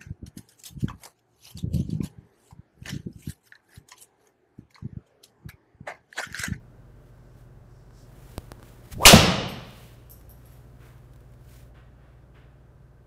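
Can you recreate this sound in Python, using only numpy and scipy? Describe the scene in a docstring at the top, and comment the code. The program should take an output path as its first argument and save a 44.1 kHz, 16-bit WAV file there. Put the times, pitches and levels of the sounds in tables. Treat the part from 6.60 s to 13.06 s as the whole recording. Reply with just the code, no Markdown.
"""An indoor golf simulator bay, under the low hum and rush of its fans: tones over shaped noise.
Grainy noise rustles as clothes move, dry pops hit the microphone, and the club whooshes down in vortex tones.
The hollow metal head cracks as a click with ringing modes and overloads the microphone.
The ball thuds into the modes of the screen and the room answers with decaying noise.
The tee skitters away in high ticks and a few soft steps of shaped noise follow."""
import sys
import numpy as np
from scipy import signal
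from scipy.fft import rfft, irfft
from scipy.io import wavfile
from scipy.ndimage import uniform_filter1d

SR = 44100
rng = np.random.default_rng(int(sys.argv[2]) if len(sys.argv) > 2 else 0)


def digitize_waveform(pressure):
    """Quantize a signal to 16-bit integers and store it at the path in sys.argv[1].

    Rows of a 2-D input are taken as channels; values are limited to [-1, 1].
    """
    field = np.atleast_2d(pressure).T
    bounded = np.clip(field, -1, 1)
    quanta = np.round(bounded * 32767).astype(np.int16)
    wavfile.write(sys.argv[1], SR, quanta)


N = 284930
T = np.arange(N) / SR
TAIL = T[:int(1.4 * SR)]  # time axis of every short sound and echo

# Colour of moving air, in the ventilation and around the body.
# Each row: frequency in Hz, relative level in dB.
AIR_COLOUR = [(15, -5.5), (50, -0.5), (100, 3), (150, 0.5), (220, -4), (350, -6), (480, -7.5), (620, -10),
              (900, -15), (1550, -18.5), (2300, -29), (4000, -35), (15000, -42)]

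# the microphone on the shirt is switched off: start and length of the change
MIC_OFF_S, MIC_FADE_S = 5.08, .05


def undb(db):
    """Decibels to gain."""
    return 10 ** (np.asarray(db) / 20)


def unit(x):
    """Scale to an rms of one."""
    return x / np.sqrt(np.mean(x ** 2))


def fade(t60):
    """Exponential decay by 60 dB in t60 seconds, over the length of a tail."""
    return np.exp(-np.log(1000) * TAIL / t60)


def at(s, x):
    """A sound placed at time s in silence."""
    return np.pad(x, (int(s * SR), N))[:N]


def ramp(s, length):
    """Goes from 0 to 1, starting at time s."""
    return np.clip((T - s) / length, 0, 1)


def swell(s, db, rise, fall):
    """Gain of one movement: it grows to its peak at time s and dies away."""
    shape = 1.6  # flanks: 1 is pointed, 2 is a bell
    distance = np.abs((T - s) / np.where(T < s, rise, fall))
    return undb(db) * np.exp(-distance ** shape)


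def swells(table):
    """Gain of several overlapping movements; their powers add."""
    return np.sqrt(sum(swell(*row) ** 2 for row in table))


def walk(rate):
    """Smooth chance with a spread of one, drawn anew about rate times a second."""
    k = int(SR / rate)
    steps = np.repeat(rng.standard_normal(N // k + 1), k)
    return unit(uniform_filter1d(steps, k)[:N])


def read(points, hz):
    """Value of a (Hz, value) table on a log-frequency axis."""
    f, value = np.transpose(points)
    return np.interp(np.log(np.maximum(hz, 1)), np.log(f), value)


def response(points, size=8192):
    """Minimum-phase impulse response with the given (Hz, dB) spectrum, by folding its cepstrum."""
    gain = undb(read(points, np.fft.rfftfreq(size, 1 / SR)))
    cepstrum = irfft(np.log(gain))
    cepstrum[1:size // 2] *= 2
    cepstrum[size // 2 + 1:] = 0
    return np.pad(irfft(np.exp(rfft(cepstrum))), (0, len(TAIL) - size))


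def through(x, h):
    """A sound passed through an impulse response."""
    return signal.fftconvolve(x, h)[:len(x)]


def noise(points):
    """Steady noise of a given colour, at an rms of one."""
    return unit(through(rng.standard_normal(N), response(points)))


def burst(points):
    """Noise of a given colour over the length of a tail, at an rms of one."""
    return unit(through(rng.standard_normal(len(TAIL)), response(points)))


def ring(modes):
    """Decaying sines of (Hz, t60, dB) modes."""
    return sum(undb(db) * fade(t60) * np.sin(2 * np.pi * hz * TAIL) for hz, t60, db in modes)


def tone(hz, db):
    """A steady tone whose level and phase wander a little."""
    level = undb(db + 1.5 * walk(1.5))
    return np.sqrt(2) * level * np.sin(2 * np.pi * hz * T + .25 * walk(2.7))


def hum(hz, levels_db, lowest_db, overtones_db):
    """A turning shaft and its multiples; the lowest tone and the overtones change level separately."""
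    return sum(tone(k * hz, db + (lowest_db if k == 1 else overtones_db))
               for k, db in enumerate(levels_db, 1))


def room(early_db, early_t60, build_s):
    """Dense echoes: a burst from near walls, a tail whose treble dies first, a dull linger from the hall beyond."""
    # Reverberation of the room. Each row: frequency in Hz, decay by 60 dB in seconds.
    decay_times = [(60, .85), (150, .95), (500, .85), (1200, .88), (3000, 0.81), (5000, .68), (8000, .45),
                   (14000, .3)]
    linger_db, linger_t60, linger_hz = -19, 1.4, 5000
    spectrum, hz = rfft(rng.standard_normal(len(TAIL))), np.fft.rfftfreq(len(TAIL), 1 / SR)
    centres = np.geomspace(60, 15000, 16)  # Hz
    tail = 0
    # overlapping bands of one noise, each with its own decay
    for centre, share in zip(centres, np.eye(len(centres))):
        band = irfft(spectrum * read(np.c_[centres, share], hz), len(TAIL))
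        linger = undb(linger_db) * fade(linger_t60) / (1 + (centre / linger_hz) ** 6)
        tail = tail + band * (fade(read(decay_times, centre)) + linger)
    early = 1 + undb(early_db) * fade(early_t60)
    build = 1 - np.exp(-(TAIL / build_s) ** 2)
    return tail * early * build


def fans():
    """Turning shafts give steady tones that swell slowly, over the soft rush of the ventilation."""
    # Levels in dB of each multiple of the shaft rate, lowest first, before the shifts below.
    fan_db = [-55, -65, -59.5]
    motor_db = [-62.5, -55, -76, -73, -80, -71]
    # Thin whines of the equipment. Each row: frequency in Hz, level in dB.
    whine_tones = [(596, -74.5), (1545, -81)]
    shift = ramp(2.3, .9)  # the lowest tones shift during the swing
    off = ramp(MIC_OFF_S, MIC_FADE_S)
    fan = hum(46.1, fan_db, -6.5 * shift, 0)
    # the motor's overtones sink once the microphone on the shirt is off
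    motor = hum(59.4, motor_db, 7.5 * shift, -5 * off)
    whines = sum(tone(hz, db) for hz, db in whine_tones)
    air_db = -55.3 - 2.7 * off + .5 * walk(3)
    return fan + motor + whines + undb(air_db) * noise(AIR_COLOUR)


def golfer():
    """Cloth slides in fine, uneven grains as the body turns and stirs air; club and shoes brush the turf."""
    # Shirt and trousers, from settling over the ball through the swing to relaxing.
    # Each row: peak in seconds, level in dB before the shirt microphone goes off, rise and fall in seconds.
    rustles = [(.47, -74, .09, .11), (.8, -68.5, .06, .07), (1.71, -59, .2, .22), (2.08, -58, .07, .1),
               (2.3, -59, .1, .1), (2.327, -41.5, .013, .013), (2.44, -39.5, .022, .05),
               (3.2, -56.5, .17, .16), (3.92, -64.5, .15, .13), (4.25, -62.5, .05, .1),
               (4.96, -57, .09, .08)]
    # Creases of cloth flicking over. 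Each row: start in seconds, level in dB.
    creases = [(3.611, -56), (4.38, -66), (4.535, -58.5), (4.56, -58), (4.605, -60), (4.72, -64),
               (4.737, -62)]
    # Colour of the cloth. Each row: frequency in Hz, relative level in dB.
    cloth = [(200, -9.5), (700, -2.5), (2000, 3.5), (5000, -2.5), (9000, -2.5), (15000, -2)]
    # Dull rush of air stirred by the turning body: peak in seconds, level in dB, rise and fall in seconds.
    body_stir = (1.72, -53.5, .25, 1.5)
    # The sole of the club brushing the mat at address and takeaway.
    # Each row: peak in seconds, level in dB, rise and fall in seconds.
    brushes = [(.7, -78, .2, .15), (1.17, -73.5, .1, .14), (1.4, -62.5, .06, .065)]
    # Soft steps on the turf. Each row: start in seconds, relative level in dB, time to the peak in seconds.
    footfalls = [(4.193, -58, 0.037), (5.14, -57, 0.027), (5.381, -65.5, 0.064), (5.738, -57.5, 0.02904)]
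    # Colour of the turf underfoot. Each row: frequency in Hz, relative level in dB.
    turf = [(100, -1), (400, 0.5), (640, 2.5), (900, -4), (1400, 1), (2100, -4), (3000, -8), (6000, -26),
            (14000, -32)]

    # faint rustle between movements: while he stands over the ball, and once the swing has begun
    still_db, active_db, takeaway_s = -81.5, -73.5, 1.4
    resting = undb(still_db + (active_db - still_db) * ramp(takeaway_s, .3))
    mic_off = undb(-18 * ramp(MIC_OFF_S, MIC_FADE_S))
    motion = np.hypot(resting, swells(rustles)) * mic_off
    flicks = sum(undb(db) * at(s, fade(0.01972)) for s, db in creases)
    grains = undb(1.2 * walk(160))
    rustle = (motion * grains + flicks) * noise(cloth)

    stir = swell(*body_stir) * noise(AIR_COLOUR)
    sole_colour = [(2000, -20), (4000, -7.5), (5400, 0), (6800, -8), (7900, -4), (9000, -14), (15000, -18)]
    sole = swells(brushes) * noise(sole_colour)

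    press = sum(undb(db) * at(s, TAIL / length * np.exp(1 - TAIL / length)) for s, db, length in footfalls)
    steps = press * noise(turf)
    echoes = through(steps, room(early_db=-10, early_t60=0.0947, build_s=0.011))
    return rustle + stir + sole + undb(-0.5) * steps + undb(-37) * echoes


def pops():
    """Small dry pops right at the microphone: a hollow double snap, then a short, dull thud."""
    # Each row: start in seconds, level of the first snap in dB, relative level of the thud in dB.
    pop_hits = [(1.308, -44, -56), (1.7801, -16, -19.5), (1.9186, -21, -31), (1.997, -40, -48),
                (2.029, -32, -44)]
    # harder pops are brighter: level of a hard pop, dB of treble per dB of snap
    hard_pop_db, brightening = -16, .35
    thud = fade(0.037) * np.cos(2 * np.pi * 62 * TAIL) * (1 - np.exp(-TAIL / 0.00012))
    out = 0
    for s, snap_db, thud_db in pop_hits:
        treble_db = brightening * (snap_db - hard_pop_db)
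        snap = response([(100, -2), (900, 3), (1700, 6), (4000, treble_db - 7),
                         (9000, treble_db - 8), (15000, treble_db - 14)])
        snap = undb(snap_db) * snap / np.abs(snap).max()
        double_snap = at(s, snap) + 0.65 * at(s + .00022, snap)
        out = out - double_snap + undb(thud_db) * at(s + 0.00048, thud)
    return out


def whoosh():
    """Shed vortices rise in pitch with the shaft's speed, lower for the bulky head; pushed air buffets below."""
    # The club sweeps past, a wave of pushed air ahead of it.
    # Each: peak in seconds, level in dB, rise and fall in seconds.
    sweep = (2.435, -24.5, .03, .04)
    push = (2.375, -34.5, .045, .11)
    fastest_s, half_speed_s = 2.457, .056  # moment of top speed, time from half speed to top speed
    vortex_hz = 1110  # reference pitch at top speed; shaft and head each scale it
    speed = 1 / (1 + ((T - fastest_s) / half_speed_s) ** 2)
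    vortices = 0
    # shaft, then head: pitch ratio, spread in Hz, relative level in dB
    for ratio, spread_hz, db in [(1.03, 400, -1), (.62, 420, -5)]:
        phase = 2 * np.pi * np.cumsum(ratio * vortex_hz * speed) / SR
        hiss = walk(spread_hz) * np.sin(phase) + walk(spread_hz) * np.cos(phase)
        vortices = vortices + undb(db) * unit(hiss)
    buffet = noise([(20, -8), (65, 0.5), (140, -1), (300, -20.5), (1500, -49.5)])
    return swell(*sweep) * vortices + swell(*push) * buffet


def strike():
    """The face pings for a few cycles; click and head ring slap off the near walls, then fill the room."""
    # Ring of the hollow club head. Each row: frequency in Hz, bandwidth in Hz, relative spectral peak in dB.
    head_modes = [(1180, 160, -4.5), (2800, 92, -0.5), (2946, 130, 1.5), (3550, 55, -4), (3832, 38, -8.5),
                  (5270, 100, 0), (5930, 110, -6.5), (7521, 60, -9.5), (9600, 250, -9), (10700, 140, -10)]
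    # Click of the ball on the face. Each row: frequency in Hz, relative level in dB.
    click_colour = [(40, -13.5), (200, -4), (550, 1.5), (1100, -2.5), (1600, -6), (2500, -3), (4500, -2.5),
                    (6500, -6), (10000, -9.5), (15500, -15)]
    # Early echoes off mat, screen and side walls. Each row: delay in seconds, relative level in dB.
    walls = [(.0035, -6), (.0075, -7), (.0135, -6.5), (.0195, -11), (.031, -8), (.037, -11)]
    ping_hz, ping_s, ping_db = 2400, .0015, 3  # ping_s: delay of the loudest moment
    ping_shape = np.exp(-2 * (TAIL / ping_s - 1) ** 2 / .6)
    ping = undb(ping_db) * ping_shape * np.sin(2 * np.pi * ping_hz * TAIL)
    head = 0
    for hz, width, db in head_modes:
        decay = 2 * np.pi * width / SR * np.exp(-np.pi * width * TAIL)
        head = head + undb(db) * decay * np.cos(2 * np.pi * hz * TAIL)
    click = response(click_colour)
    direct = ping + undb(4) * click + undb(19) * head
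    # each surface scatters its echo over a few milliseconds
    slaps = sum(undb(db) * at(s, fade(0.02) * rng.standard_normal(len(TAIL))) for s, db in walls)
    near = undb(7) * through(click + undb(4) * head, slaps[:len(TAIL)])
    echoes = room(early_db=1.5, early_t60=0.16, build_s=.008)
    far = undb(-2) * through(click + undb(-4) * head, echoes)
    return at(2.4528, direct + near + far)


def thump():
    """One deep, short low thump just after the blow."""
    return at(2.457, ring([(37, .085, -4.5), (105, .06, -15)]))


def screen():
    """The ball snaps and slaps the taut cloth, which booms and sets off the low end of the room."""
    # Modes of the struck screen and its frame. Each row: frequency in Hz, decay by 60 dB in seconds, level in dB.
    screen_modes = [(47, .9, -26), (79.3, .25, -9), (123.3, 0.7, -17), (218, .2, -11), (511.4, 0.04, -3.5),
                    (670, 0.06, -0.5)]
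    # Slap of the screen cloth. Each row: frequency in Hz, relative level in dB.
    slap_colour = [(30, -17), (70, 1.5), (120, 9.5), (190, 9.5), (290, -2.5), (600, 0), (1000, -7.5),
                   (2000, -16), (8000, -26)]
    boom = ring(screen_modes) * (1 - np.exp(-TAIL / .002))
    snap = undb(-15.5) * fade(0.045) * burst([(500, 1.5), (3000, -4), (15000, -11.5)])
    echoes = through(response(slap_colour), room(early_db=1, early_t60=0.11, build_s=0.0055))
    return at(2.528, boom + snap + undb(-2.5) * echoes)


def tee():
    """The flying tee lands and bounces with thin, high ticks; each contact favours other modes."""
    # Bounces. Each row: start in seconds, relative level in dB, upper modes over lower ones in dB.
    bounces = [(2.879, -47.5, 4), (2.89, -38, -1.5), (3.498, -40, 9), (3.511, -37, 6.5), (3.694, -41.5, 7),
               (3.704, -45, -2), (3.857, -48.5, -9), (3.924, -50, -6)]
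    # Modes of the tee. Each row: frequency in Hz, decay by 60 dB in seconds, relative level in dB.
    tee_modes = [(5673, 0.017, -18), (11401, .02, -2), (12350, 0.021, -4), (13200, .008, -12)]
    # harder bounces tick more: a hard bounce, its tick, dB of tick per dB of bounce
    hard_bounce_db, hard_tick_db, tick_growth = -37, -34, 1.9
    contacts = 0
    for s, ring_db, upper_db in bounces:
        tilted = [(hz, t60, db + upper_db / 2 * np.sign(hz - 11800)) for hz, t60, db in tee_modes]
        ting = ring(tilted)
        tick = burst([(1500, -20), (5000, -8), (9000, 7), (15000, -3)]) * fade(0.005)
        tick_db = hard_tick_db + tick_growth * (ring_db - hard_bounce_db)
        contacts = contacts + at(s, undb(ring_db) * ting + undb(tick_db) * tick)
    echoes = through(contacts, room(early_db=4, early_t60=.1, build_s=0.0051))
    return undb(-3.5) * contacts + undb(-33) * echoes


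def scene():
    """Everything in the bay, summed to one channel."""
    air_and_body = fans() + golfer() + pops()
    shot = whoosh() + strike() + thump() + screen() + tee()
    return (air_and_body + shot)[None]


def record(dry):
    """The loudest peaks overload the input and round off; the top is cut."""
    limit, knee = .95, 6  # full scale is 1; a higher knee bends more sharply
    clipped = dry / (1 + np.abs(dry / limit) ** knee) ** (1 / knee)
    low_pass = signal.ellip(10, .2, 60, 15600, fs=SR, output="sos")
    return signal.sosfilt(low_pass, clipped)


dry = scene()
out = record(dry)
digitize_waveform(out)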